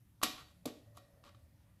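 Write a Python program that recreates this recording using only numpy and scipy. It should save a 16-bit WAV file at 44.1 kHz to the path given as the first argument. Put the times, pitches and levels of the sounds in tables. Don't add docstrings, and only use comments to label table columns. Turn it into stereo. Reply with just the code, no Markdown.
import sys
import numpy as np
from scipy import signal
from scipy.io import wavfile

SR = 44100
rng = np.random.default_rng(int(sys.argv[2]) if len(sys.argv) > 2 else 0)


def master_out(mix):
    frames = np.transpose(np.atleast_2d(mix))
    ceiling = np.clip(frames, -1, 1)
    pcm = np.round(ceiling * 32767).astype(np.int16)
    wavfile.write(sys.argv[1], SR, pcm)


N = 79380
TIME = np.arange(N) / SR
EDGES = 20 * 2 ** np.arange(0, 9.7, 1 / 3)
BANDS = list(zip(EDGES, EDGES[1:], np.sqrt(EDGES[:-1] * EDGES[1:])))

# (time [s], level [dB], brightness [dB/octave], tank send [dB], burner send [dB])
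ADJUSTER_CLICKS = [(0.2160, -24.5, -3, -21, 7.5), (0.2320, -7, 0, 3, 7.5), (0.6553, -23, 1, 22, -3.5),
                   (0.9742, -31, -3, 5.5, 8), (1.239, -31, -3.5, -21, 0.5),
                   (1.2922, -30.5, -5.5, -26, -5.5), (1.347, -34, -5, -27, -4.5)]
# (time [s], level [dB], brightness [dB/octave])
CLICK_CHATTER = [(0.229, -12, 1), (0.2331, -3, -1.5), (0.2346, -4.5, 2), (0.6582, -22, 2.5),
                 (0.9700, -37, 2), (0.981, -44.5, 3)]
# (middle [s], length [s], grain level [dB], brightness [dB/octave])
SPINDLE_RUBS = [(0.226, .014, -28.5, -3.5), (0.397, 0.087, -36.5, -4), (0.487, .07, -54, -1),
                (0.677, 0.044, -35.5, -2), (0.966, 0.043, -52, -1), (1.265, 0.065, -41, -4),
                (1.704, 0.11, -59.5, -7)]
# (frequency [Hz], level [dB], t60 [s])
BURNER_RING = [(742.6, -46, .22), (1150, -26, 0.032), (1130, -46, 0.32), (1205, -31, 0.041),
               (1361, -38.5, 0.099), (1896, -44.5, .35), (2424, -40.5, .16), (3064, -44.5, .12),
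               (3793, -35, 0.15), (3993, -36.5, .15), (4276, -33.5, 0.068), (4520, -39, .25),
               (5400, -43.5, .25), (5970, -49.5, .3)]
# (frequency [Hz], spectral level [dB])
CRACK_COLOUR = [(40, -20.5), (150, -8.5), (280, 5.5), (420, -9.5), (750, -2.5), (1150, 0.5), (1800, -2),
                (2800, 3), (4000, 5.5), (5500, -2.5), (7200, -1.5), (8600, -14.5), (11300, -2.5),
                (14500, -21)]
# (frequency [Hz], level [dB], t60 [s])
TANK_RING = [(91, -51.5, 0.12), (182, -49, .1), (243.9, -42, 0.24), (299, -34, 0.082), (315.4, -39, .14),
             (431, -40, 0.058), (477, -43, 0.12), (608, -39, .09), (846, -51, 0.12)]
# (frequency [Hz], spectral level [dB])
THUD_COLOUR = [(60, -14), (150, -4), (280, 6), (600, 4), (850, -7), (1300, -23), (4000, -59.5)]
# (frequency [Hz], width [Hz], level before the fader [dB])
HUM_RESONANCES = [(568.3, 31, -71.5), (589, 260, -73), (1150, 430, -85), (1868, 180, -81)]
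# (time [s], gain [dB])
HUM_FADER = [(0, -46), (0.25, -11.5), (0.6, -9), (0.8, -2.5), (1.05, -2), (1.25, -1.5), (1.45, -10),
             (1.8, -15.5)]
# (middle [s], length [s], frequency [Hz], level [dB])
HAND_BUMPS = [(0.019, 0.023, 119.4, -63), (0.601, 0.096, 178.8, -67.5), (0.9, 0.12, 109.4, -61),
              (1.032, 0.042, 112, -68), (1.444, 0.038, 75.6, -60), (1.585, 0.12, 68.9, -68)]
# (frequency [Hz], left minus right [dB])
LANTERN_PAN = [(200, 2.5), (800, 2), (2400, 4), (4400, 3), (8000, 11.5), (15000, 8)]
# (frequency [Hz], gain [dB])
ECHO_COLOUR = [(150, -7.5), (500, -5.5), (1200, -8), (3500, -4.5), (7000, -7.5), (12000, -10.5)]
# (frequency [Hz], t60 [s])
ECHO_DECAY = [(200, 0.53), (600, .4), (3500, .43), (10000, .38)]
# (frequency [Hz], correlation [-1 to 1])
STEREO_LIKENESS = [(100, .92), (300, 0.77), (1000, 0.42), (2500, 0.13), (12000, .3)]
# (frequency [Hz], spectral level [dB])
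BED_COLOUR = [(25, -56.5), (42, -54), (65, -41.5), (110, -44.5), (165, -52), (270, -57), (400, -73.5),
              (580, -70.5), (900, -72.5), (2000, -73.5), (8000, -80), (12500, -74), (15500, -82)]
# (frequency [Hz], width [Hz], level [dB])
ROOM_DRONE = (112, 10, -73.5)

BRIGHTNESS_ABOVE_HZ = 1050
RUB_GRAINS_PER_S, GRAIN_SPREAD_DB, RUB_SEND_DB = 900, 3.5, -4
ECHO_BUILD_T60_S, RING_ECHO_DB = .03, -3.5
ECHO_PAN_DB, BED_PAN_DB, RIGHT_LAG_S = 4, 1, .00009


def burner():
    clicks = [(time, db, bright, send_db) for time, db, bright, _, send_db in ADJUSTER_CLICKS]
    chatter = [(time, db, bright, -np.inf) for time, db, bright in CLICK_CHATTER]
    times, db, bright, send_db = np.vstack([clicks, chatter, spindle_grains()]).T

    def level_db(hz):
        return db + bright * np.log2(max(hz / BRIGHTNESS_ABOVE_HZ, 1))

    ring = sum(ringing(impulses(times, from_db(level_db(hz) + send_db)), hz, mode_db, t60)
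               for hz, mode_db, t60 in BURNER_RING)
    snap, shimmer = (.016, 1.5), (.075, -4)  # (t60 [s], level [dB])
    return dense_modes(times, level_db, CRACK_COLOUR, [snap, shimmer]), ring


def tank():
    times, db, _, send_db, _ = np.transpose(ADJUSTER_CLICKS)
    knock_db = db + send_db
    pushes = impulses(times, from_db(knock_db))
    ring = sum((-1) ** k * ringing(pushes, *mode) for k, mode in enumerate(TANK_RING))
    return dense_modes(times, lambda hz: knock_db, THUD_COLOUR, decays=[(.08, -3)]), ring


def spindle_grains(max_grains=256):
    grains = []
    for middle, length, db, bright in SPINDLE_RUBS:
        places, sizes = rng.random(max_grains), rng.standard_normal(max_grains)
        count = int(np.clip(length * RUB_GRAINS_PER_S, 1, max_grains))
        for place, size in zip(places[:count], sizes[:count]):
            swell_db = 10 * np.log10(np.sin(np.pi * place) + 1e-9)
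            grain_db = db + GRAIN_SPREAD_DB * size + swell_db
            grains.append((middle + length * (place - .5), grain_db, bright, RUB_SEND_DB))
    return np.array(grains)


def ringing(pushes, hz, db, t60):
    radius, angle = from_db(-60 / (t60 * SR)), 2 * np.pi * hz / SR
    feedback = [1, -2 * radius * np.cos(angle), radius ** 2]
    tone = signal.lfilter([0, np.sin(angle)], feedback, pushes + 1e-18)
    return from_db(db) * pan(at_hz(LANTERN_PAN, hz)) * tone


def dense_modes(times, level_db, colour, decays):
    out = np.zeros((2, N))
    for low, high, hz in BANDS:
        energy = impulses(times, from_db(level_db(hz) + at_hz(colour, hz)) ** 2)
        power = sum(from_db(db) ** 2 * linger(energy, t60) for t60, db in decays)
        direct = pan(at_hz(LANTERN_PAN, hz)) ** 2 * power
        echo = pan(ECHO_PAN_DB) ** 2 * echo_power(power, hz)
        out += band(np.sqrt(direct + echo) * stereo_noise(hz), low, high)
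    return out


def handling():
    fader = from_db(np.interp(TIME, *np.transpose(HUM_FADER)))
    hum = fader * sum(narrow_noise(*resonance) for resonance in HUM_RESONANCES)
    bumps = np.zeros(N)
    for middle, length, hz, db in HAND_BUMPS:
        swell = from_db(db) * np.exp(-2 * ((TIME - middle) / length) ** 2)
        bumps += swell * np.sqrt(2) * np.sin(2 * np.pi * (hz * TIME + rng.random()))
    return pan(BED_PAN_DB) * (hum + bumps)


def room_echo(ring):
    click = signal.unit_impulse(N)
    response = sum(band(stereo_noise(hz) * np.sqrt(echo_power(click, hz)), low, high)
                   for low, high, hz in BANDS)
    tail = signal.fftconvolve(ring.mean(axis=0, keepdims=True), response, axes=-1)[:, :N]
    return from_db(RING_ECHO_DB) * pan(ECHO_PAN_DB) * tail


def echo_power(power, hz):
    build_up = linger(power, ECHO_BUILD_T60_S)
    return from_db(at_hz(ECHO_COLOUR, hz)) ** 2 * linger(build_up, at_hz(ECHO_DECAY, hz))


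def room_tone(waver_db=2):
    knots = np.linspace(0, TIME[-1], 20)
    bed = np.zeros((2, N))
    for low, high, hz in BANDS:
        drift_db = waver_db * np.interp(TIME, knots, rng.standard_normal(len(knots)))
        bed += from_db(at_hz(BED_COLOUR, hz) + drift_db) * band(stereo_noise(hz), low, high)
    return pan(BED_PAN_DB) * (bed + narrow_noise(*ROOM_DRONE))


def narrow_noise(hz, width, db):
    noise = band(stereo_noise(hz), max(hz - width / 2, 10), hz + width / 2)
    return from_db(db) * noise / np.sqrt(np.mean(noise ** 2))


def stereo_noise(hz):
    alike = at_hz(STEREO_LIKENESS, hz)
    mid, side = rng.standard_normal((2, N))
    return (np.sqrt(1 + alike) * mid + np.sqrt(1 - alike) * side * [[1], [-1]]) / np.sqrt(2)


def impulses(times, gains):
    return np.bincount((times * SR).astype(int), gains, N)[:N]


def linger(power, t60):
    kept = from_db(-120 / (t60 * SR))
    return signal.lfilter([1 - kept], [1, -kept], power + 1e-24)


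def band(x, low, high):
    return signal.sosfilt(signal.butter(2, [low, high], "band", fs=SR, output="sos"), x + 1e-18)


def pan(db):
    return from_db(np.array([[db], [-db]]) / 2)


def at_hz(points, hz):
    frequencies, values = np.transpose(points)
    return np.interp(np.log(hz), np.log(frequencies), values)


def from_db(db):
    return 10 ** (np.asarray(db) / 20)


def scene():
    crack, burner_ring = burner()
    thud, tank_ring = tank()
    ring = burner_ring + tank_ring
    left, right = crack + thud + ring + handling()
    direct = np.array([left, np.interp(TIME - RIGHT_LAG_S, TIME, right)])
    return direct + room_echo(ring) + room_tone()


def record(dry):
    return signal.sosfilt(signal.cheby2(12, 70, 16500, fs=SR, output="sos"), dry)


dry = scene()
out = record(dry)
master_out(out)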